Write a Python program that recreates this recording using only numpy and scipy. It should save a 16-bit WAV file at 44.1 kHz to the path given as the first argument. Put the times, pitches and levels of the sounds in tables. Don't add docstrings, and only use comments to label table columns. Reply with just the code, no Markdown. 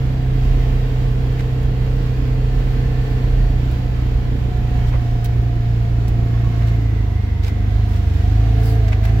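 import sys
import numpy as np
from scipy import signal
from scipy.fft import rfft, irfft, next_fast_len
from scipy.io import wavfile
from scipy.ndimage import uniform_filter1d, map_coordinates

SR = 44100
rng = np.random.default_rng(int(sys.argv[2]) if len(sys.argv) > 2 else 0)


def int16_out(signal):
    q = np.round(np.clip(np.atleast_2d(signal).T, -1, 1) * 32767)
    wavfile.write(sys.argv[1], SR, q.astype(np.int16))


N = 405719
TIME = np.arange(N) / SR


# (cycle rate [Hz], order 2 [dB], order 3 [dB], order 4 [dB])
CAB_BOOM = [(24.16, -5, 0.5, -1.5), (26.2, 1, -6, 0.5), (26.6, 1, -9, 0), (28.9, -1.5, -11.5, 1.5),
            (29.4, -5.5, -14.5, 0), (30.2, -3, -10.5, -3.5), (31.8, -9, -12.5, -1.5)]
def exhaust(hz, angle, db, boom_hz=59.9, boom_width_hz=8, flutter_db=.5):
    cab_hz, *booms_db = np.transpose(CAB_BOOM)
    gains = [undb(db + np.interp(hz, cab_hz, boom_db)) for boom_db in booms_db]
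    lag = 1.2 + 1.4 * np.arctan((2 * hz - boom_hz) / (boom_width_hz / 2))
    second = gains[0] * np.cos(2 * angle - lag)
    third = gains[1] * np.cos(3 * angle)
    fourth = gains[2] * np.cos(4 * angle)
    return pan(np.sqrt(2) * (second - third + fourth) * undb(flutter_db * walk(24)), 1.23)


# (time [s], rate [Hz])
LUG_RATE = [(0, 38.4), (3.0, 39), (4.3, 37.63), (5.0, 35.66), (6.3, 33.4), (7.3, 27), (9.2, 26.8)]
# (time [s], level [dB])
LUG_LEVEL = [(0, -27), (.5, -15.5), (1.15, -21.5), (1.5, -23), (1.95, -19), (2.24, -25), (2.55, -17.5),
             (3.1, -23), (3.4, -15.5), (3.85, -28), (4.2, -20), (4.5, -26), (4.9, -19), (5.35, -28),
             (6.15, -26.5), (7.3, -44), (9.2, -41)]
def tyres(waver=.013):
    (hz,), (db,) = curves(LUG_RATE), curves(LUG_LEVEL)
    phase = 2 * np.pi * np.cumsum(hz * (1 + waver * walk(8.2))) / SR
    return pan(np.sqrt(2) * np.sin(phase) * undb(db + .98 * walk(10)), 2.3)


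# (frequency [Hz], relative level [dB])
CHASSIS_EQ = [(18, -29.5), (30, -9.5), (50, 1.5), (74, -1.5), (90, -12.5), (112, -6), (145, -13),
              (290, -15), (370, -23), (440, -23.5), (590, -32), (720, -27), (830, -35), (1200, -41)]
def chassis(angle, effort_db, wide_hz=480, speed_db_per_octave=3):
    (lug_hz,) = curves(LUG_RATE)
    throb = 1 - .36 * np.cos(angle)
    shake = throb * undb(.5 * walk(9) + .044 * effort_db + speed_db_per_octave * np.log2(lug_hz))
    mid = colour(rng.standard_normal(N) * shake, CHASSIS_EQ)
    side_eq = [(f, db + 20 * np.log10(.84 / np.hypot(1, (wide_hz / f) ** .61))) for f, db in CHASSIS_EQ]
    side = colour(rng.standard_normal(N) * shake, side_eq)
    return pan(unit(np.array([mid + side, mid - side])), 3.3) * undb(-25)


# (centre [Hz], width [Hz], relative level [dB])
PANEL_MODES = [(131.6, 67, -34.5), (170.1, 13, -30), (201, 52, -40.5), (256, 18, -37), (281, 15, -38),
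               (326, 56, -44), (418.3, 12, -46.5), (434.5, 44, -42), (459.5, 29, -40.5), (541, 88, -48)]
def panels(hz, angle, effort_db):
    drone = overtones(hz, angle, PANEL_MODES, rough=.15, flutter_hz=14, spread=.45)
    return pan(drone, 2.7) * undb(.5 * effort_db - 4.5)


# (centre [Hz], width [Hz], relative level [dB])
INTAKE_MODES = [(656, 40, -12), (700, 50, -2.5), (722, 55, -2), (775, 30, -12), (855, 39, -11)]
def intake(hz, angle, db):
    gulps = rng.standard_normal((2, N)) * (1 - .5 * np.cos(angle - 2.2))
    air = unit(colour(gulps, [(560, -20), (650, -15.5), (700, 1), (780, -6), (900, -15)]))
    growl = overtones(hz, angle, INTAKE_MODES, rough=.45, flutter_hz=30, spread=.3)
    return (growl + air * undb(-15.5)) * undb(db)


# (order [x cycle rate], gain [dB])
FIRING_BALANCE = [(5, 2), (6, 1), (7, -5), (8, 4), (9, -1), (10, 1), (11, -4), (12, 4), (13, 2), (14, -4),
                  (15, 0), (16, 0), (17, -2), (18, -4), (19, 0), (22, -3), (24, 0), (25, 0), (26, -3),
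                  (28, 1), (32, -4)]
def overtones(hz, angle, modes, rough, flutter_hz, spread):
    out = np.zeros((2, N))
    grid_hz = np.arange(1200.)
    power = sum(undb(2 * db) / (1 + ((grid_hz - f) / (width / 2)) ** 2) ** 2.06 for f, width, db in modes)
    first, last = round(modes[0][0] / hz.max()), round(modes[-1][0] / np.median(hz))
    for order in range(max(first, 5), last + 2):
        start_phase = rng.uniform(0, 2 * np.pi)
        gain = np.interp(order * hz, grid_hz, np.sqrt(2 * power)) * (1 + rough * walk(flutter_hz))
        gain *= undb(np.interp(order, *np.transpose(FIRING_BALANCE)))
        phase = order * angle + start_phase + rough * walk(flutter_hz)
        skew = (-1) ** order * spread * min(order / 16, 1)
        out += gain * np.cos([phase + skew, phase - skew])
    return out


# (frequency [Hz], relative level [dB])
WHIRR_EQ = [(400, -1), (900, 1.1), (1350, -1.6), (1750, 0.65), (2100, -0.8), (2450, -3.5), (3000, -5.5),
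            (4400, -12), (5600, -17), (7700, -21.5), (8500, -31), (10000, -28), (12200, -23),
            (15800, -24.5)]
def drive_train(angle, db, grain_db=.5):
    locked = np.array([cycle_knocks(angle), cycle_knocks(angle)])
    knocks = rng.standard_normal((2, N)) + .95 * locked
    grains = knocks * undb(grain_db * walk(1200) + .55 * walk(10))
    left, right = colour(patchy(grains, depth_db=1.3), WHIRR_EQ)
    shaded_left = colour(left, [(20, -3.5), (2300, -4.5), (4200, .3), (8000, -1), (16000, -1.5)])
    return unit(np.array([shaded_left, right])) * undb(db)


def cycle_knocks(angle, count=1400):
    place = angle / (2 * np.pi) * count % count
    return unit(map_coordinates(rng.standard_normal(count), [place], order=3, mode="grid-wrap"))


# (order [x cycle rate], start [s], end [s], level [dB], roughness [0-1])
WHINE_CUES = [(56, 2.4, 3.3, -58, .15), (122, 0, 3.6, -68, .8), (15, .4, 3.65, -41.5, .2),
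              (14, -.2, 3.65, -44, .25), (13, -.2, 3.65, -42.5, .2), (15, 3.6, 5.1, -46, .25),
              (20, 0, 3.6, -57, .4), (12, 4.9, 6.9, -47, .3), (38.4, 6.15, 6.85, -51, .65),
              (38.4, 6.8, 7.6, -56, .9), (38.4, 7.65, 8.2, -52, .9), (5, 6.8, 9.2, -35, .15),
              (8, 7.4, 8.4, -41.5, .3), (10, 8.15, 8.95, -38, .4), (25, 8.3, 9.4, -40, .4),
              (24, 4.4, 6.9, -49, .4), (16, 8.42, 8.97, -33, .1)]
def whines(angle):
    out = np.zeros(N)
    for order, start, end, db, rough in WHINE_CUES:
        flutter = unit(1 + rough * walk(50))
        phase = order * angle + rough * walk(50)
        out += np.sqrt(2) * undb(db) * flutter * swell(start, end) * np.sin(phase)
    return out


# (time [s], low [dB], mid [dB], high [dB], decay [s])
TWIG_SNAPS = [(1.630, -65, -56, -48, .008), (3.713, -61, -52, -44, .008), (5.244, -52, -44.5, -33.5, .007),
              (5.250, -45, -36.5, -45, .009), (5.363, -59, -54, -55, .008), (6.081, -56, -45, -40.5, .009),
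              (8.881, -36, -38, -54, .008), (8.921, -30, -58, -70, .014), (8.929, -32, -46, -66, .010)]
# (peak time [s], low [dB], mid [dB], high [dB], half length [s])
STALK_BRUSHES = [(1.4, -40.5, -51, -55, 0.014), (4.886, -53, -49, -57, 0.012),
                 (4.944, -39, -62, -72, 0.016), (6.627, -43, -61, -63, 0.011), (6.685, -48, -48, -53, 0.01),
                 (7.442, -46, -45, -53, 0.0079), (7.48, -41.5, -44, -49, 0.014),
                 (7.938, -69, -66, -60, .035), (8.15, -69, -53, -64, 0.25), (8.687, -66, -58, -45, 0.052),
                 (9.052, -38.5, -49, -49, 0.012), (9.091, -41, -56, -58, 0.011)]
# (centre [Hz], width [Hz], lift [dB])
UNDERBODY_MODES = [(797, 40, 10), (1564, 55, 8), (2045, 50, 13), (2318, 60, 5), (3830, 140, 4),
                   (5180, 120, 4)]
def vegetation(grain_db=2.5):
    envelopes = np.zeros((3, N))
    for time, *db, decay in TWIG_SNAPS:
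        envelopes += undb(db)[:, None] * hit(time, decay)
    for time, *db, half_length in STALK_BRUSHES:
        envelopes += undb(db)[:, None] * np.exp(-((TIME - time) / half_length) ** 2 / 2)
    low = [(800, -1.5), (1200, -5.5), (1600, -1.5), (2400, -1), (4000, -18)]
    mid = [(2800, 6), (4500, 5), (7800, -5), (9000, -18)]
    high = [(7500, -5.5), (9500, -5), (12000, 0), (13700, -2.5), (16000, 2)]
    contacts = rng.standard_normal((2, N)) * undb(grain_db * walk(350))
    crackle = resonate(contacts, UNDERBODY_MODES)
    bands = [envelope * unit(colour(crackle, eq)) for envelope, eq in zip(envelopes, (low, mid, high))]
    return pan(sum(bands), 2.8) * undb(1.5)


# (time [s], level [dB], decay [s])
RUT_HITS = [(4.936, -29.5, 0.03), (7.45, -41, 0.11)]
def ruts():
    knock_eq = [(300, -10), (480, 13), (750, 3), (1150, 2), (1550, 1), (2000, -25)]
    knock = unit(colour(rng.standard_normal((2, N)), knock_eq))
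    envelope = sum(undb(db) * hit(time, decay) for time, db, decay in RUT_HITS)
    return pan(knock, 3) * envelope


def stalk_squeak(peak_s=8.69, half_length_s=.038, hz=4750, fall_hz_per_s=9000, db=-45):
    age = TIME - peak_s
    centre_hz = hz - fall_hz_per_s * np.clip(age, -2 * half_length_s, 2 * half_length_s)
    return ring(centre_hz, width_hz=650) * undb(db) * np.exp(-(age / half_length_s) ** 2 / 2)


# (time [s], centre [Hz], level [dB])
BELT_CHAFE = [(5.9, 2160, -69), (6.6, 2116, -52), (6.92, 2014, -47.5), (7.1, 2020, -50), (7.25, 2104, -49),
              (7.35, 2020, -49), (7.62, 2060, -49), (7.95, 2000, -58)]
def belt():
    hz, db = curves(BELT_CHAFE)
    return pan(ring(hz, width_hz=150), 2.5) * undb(db)


# (centre [Hz], width [Hz], start [s], end [s],
# relative level [dB])
CASING_CUES = [(1640, 80, 7.7, 9.2, -55), (1770, 40, 2.4, 3.2, -55), (2760, 120, 0, 3.6, -58),
               (2780, 30, 6.7, 7.3, -62), (3170, 90, 0, 5.2, -61), (3490, 70, 6.8, 8.5, -63),
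               (3840, 50, 0, 2.4, -66), (4320, 150, 1.5, 3.6, -62), (4200, 200, 7.7, 8.15, -59),
               (4550, 50, 6.9, 7.7, -67), (4690, 35, 0, 4.2, -64), (5150, 80, 4.6, 7.7, -68),
               (7850, 200, 0, 3.6, -73)]
def casings():
    out = np.zeros((2, N))
    for hz, width, start, end, db in CASING_CUES:
        out += ring(hz, width) * undb(db + 1.5 * walk(5)) * swell(start, end)
    return out * undb(1)


def undb(db):
    return 10 ** (np.asarray(db) / 20)


def unit(x):
    return x / np.sqrt(np.mean(x ** 2))


def pan(x, right_db):
    return x * undb(np.array([[-right_db], [right_db]]) / 2)


def curves(table):
    times, *columns = np.transpose(table)
    return [np.interp(TIME, times, column) for column in columns]


def walk(rate_hz):
    hold = max(int(SR / rate_hz), 2)
    steps = np.repeat(rng.standard_normal(N // hold + 1), hold)[:N]
    return 1.305 * uniform_filter1d(uniform_filter1d(steps, hold), hold)


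def swell(start, end, fade_s=.2):
    return np.clip(np.minimum(TIME - start, end - TIME) / fade_s, 0, 1)


def hit(start, decay_s):
    return (TIME >= start) * np.exp(-np.abs(TIME - start) / decay_s)


def ring(hz, width_hz):
    phase = 2 * np.pi * np.cumsum(hz * np.ones(N)) / SR
    return np.array([walk(2 * width_hz) * np.cos(phase) + walk(2 * width_hz) * np.sin(phase)
                     for _ in range(2)])


def colour(x, eq):
    hz, db = np.transpose(eq)
    size = next_fast_len(N)
    f = np.maximum(np.arange(size // 2 + 1) * SR / size, 1)
    rolloff = np.minimum(f / hz[0], 1) ** 2 * np.minimum(hz[-1] / f, 1) ** 2
    gain = rolloff * undb(np.interp(np.log(f), np.log(hz), db))
    return irfft(rfft(x, size) * gain, size)[..., :N]


def resonate(x, modes):
    size = next_fast_len(N)
    f = np.arange(size // 2 + 1) * SR / size
    lift_db = sum(db / (1 + ((f - hz) / (width / 2)) ** 2) for hz, width, db in modes)
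    return irfft(rfft(x, size) * undb(lift_db), size)[..., :N]


def patchy(x, depth_db, width_hz=110, hold_s=.09):
    f, t, spectra = signal.stft(x, SR, nperseg=1024)
    places = np.meshgrid(f / width_hz, t / hold_s, indexing="ij")
    swells = map_coordinates(rng.standard_normal((256, 128)), places, order=3, mode="grid-wrap")
    return signal.istft(spectra * undb(depth_db * swells), SR, nperseg=1024)[1][..., :N]


# (time [s], four-stroke cycle rate [Hz])
ENGINE_SPEED = [(0, 32.3), (.35, 31.81), (.95, 31.41), (1.25, 31.74), (1.5, 31.46), (2.95, 31.48),
                (3.55, 30.65), (3.9, 30.63), (4.65, 30.08), (5.15, 29.38), (6.15, 28.59), (6.35, 28.97),
                (6.75, 28.42), (7.1, 25.69), (7.4, 24.31), (7.8, 26.21), (8.15, 23.74), (8.45, 27.4),
                (8.75, 27.75), (8.95, 25.45), (9.2, 27.95)]
# (time [s], relative level [dB])
THROTTLE = [(0, -10), (.35, -1), (1.9, -5.5), (3.4, -2.5), (3.65, -5.5), (4.55, -8.5), (4.85, -1.5),
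            (5.7, -9.5), (6.1, -8), (6.7, -2.5), (6.92, -11), (7.3, -14.5), (7.7, -4.5), (7.95, -1),
            (8.1, -5), (8.35, 5), (8.76, 5), (8.97, 1), (9.2, 6)]
# (time [s], relative drive [dB])
BODY_DRIVE = [(0, -42), (1.1, -42), (3.4, -38.5), (3.65, -40), (4.7, -36.5), (5.1, -49.5), (6.7, -45.5),
              (7.2, -45.5), (8.2, -43), (8.7, -39.5), (8.95, -41.5), (9.2, -31.5)]
def scene(cruise_hz=32.35):
    (hz,), (throttle_db,), (drive_db,) = curves(ENGINE_SPEED), curves(THROTTLE), curves(BODY_DRIVE)
    rev_octaves = np.log2(hz / cruise_hz)
    thump_db = -17.5 + .21 * throttle_db + .25 * rev_octaves
    growl_db = -45.5 + .65 * throttle_db - 1.5 * rev_octaves
    whirr_db = -38 + .2 * throttle_db + 6 * rev_octaves
    effort_db = drive_db - np.mean(drive_db)
    angle = 2 * np.pi * np.cumsum(hz * (1 + .002 * walk(25))) / SR
    engine = panels(hz, angle, effort_db) + exhaust(hz, angle, thump_db) + intake(hz, angle, growl_db)
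    transmission = drive_train(angle, whirr_db) + casings() + whines(angle) + belt()
    trail = chassis(angle, effort_db) + tyres() + ruts() + vegetation() + stalk_squeak()
    return engine + transmission + trail


def record(dry, top_hz=15800):
    return signal.sosfilt(signal.ellip(10, .1, 80, top_hz, fs=SR, output="sos"), dry)


dry = scene()
out = record(dry)
int16_out(out)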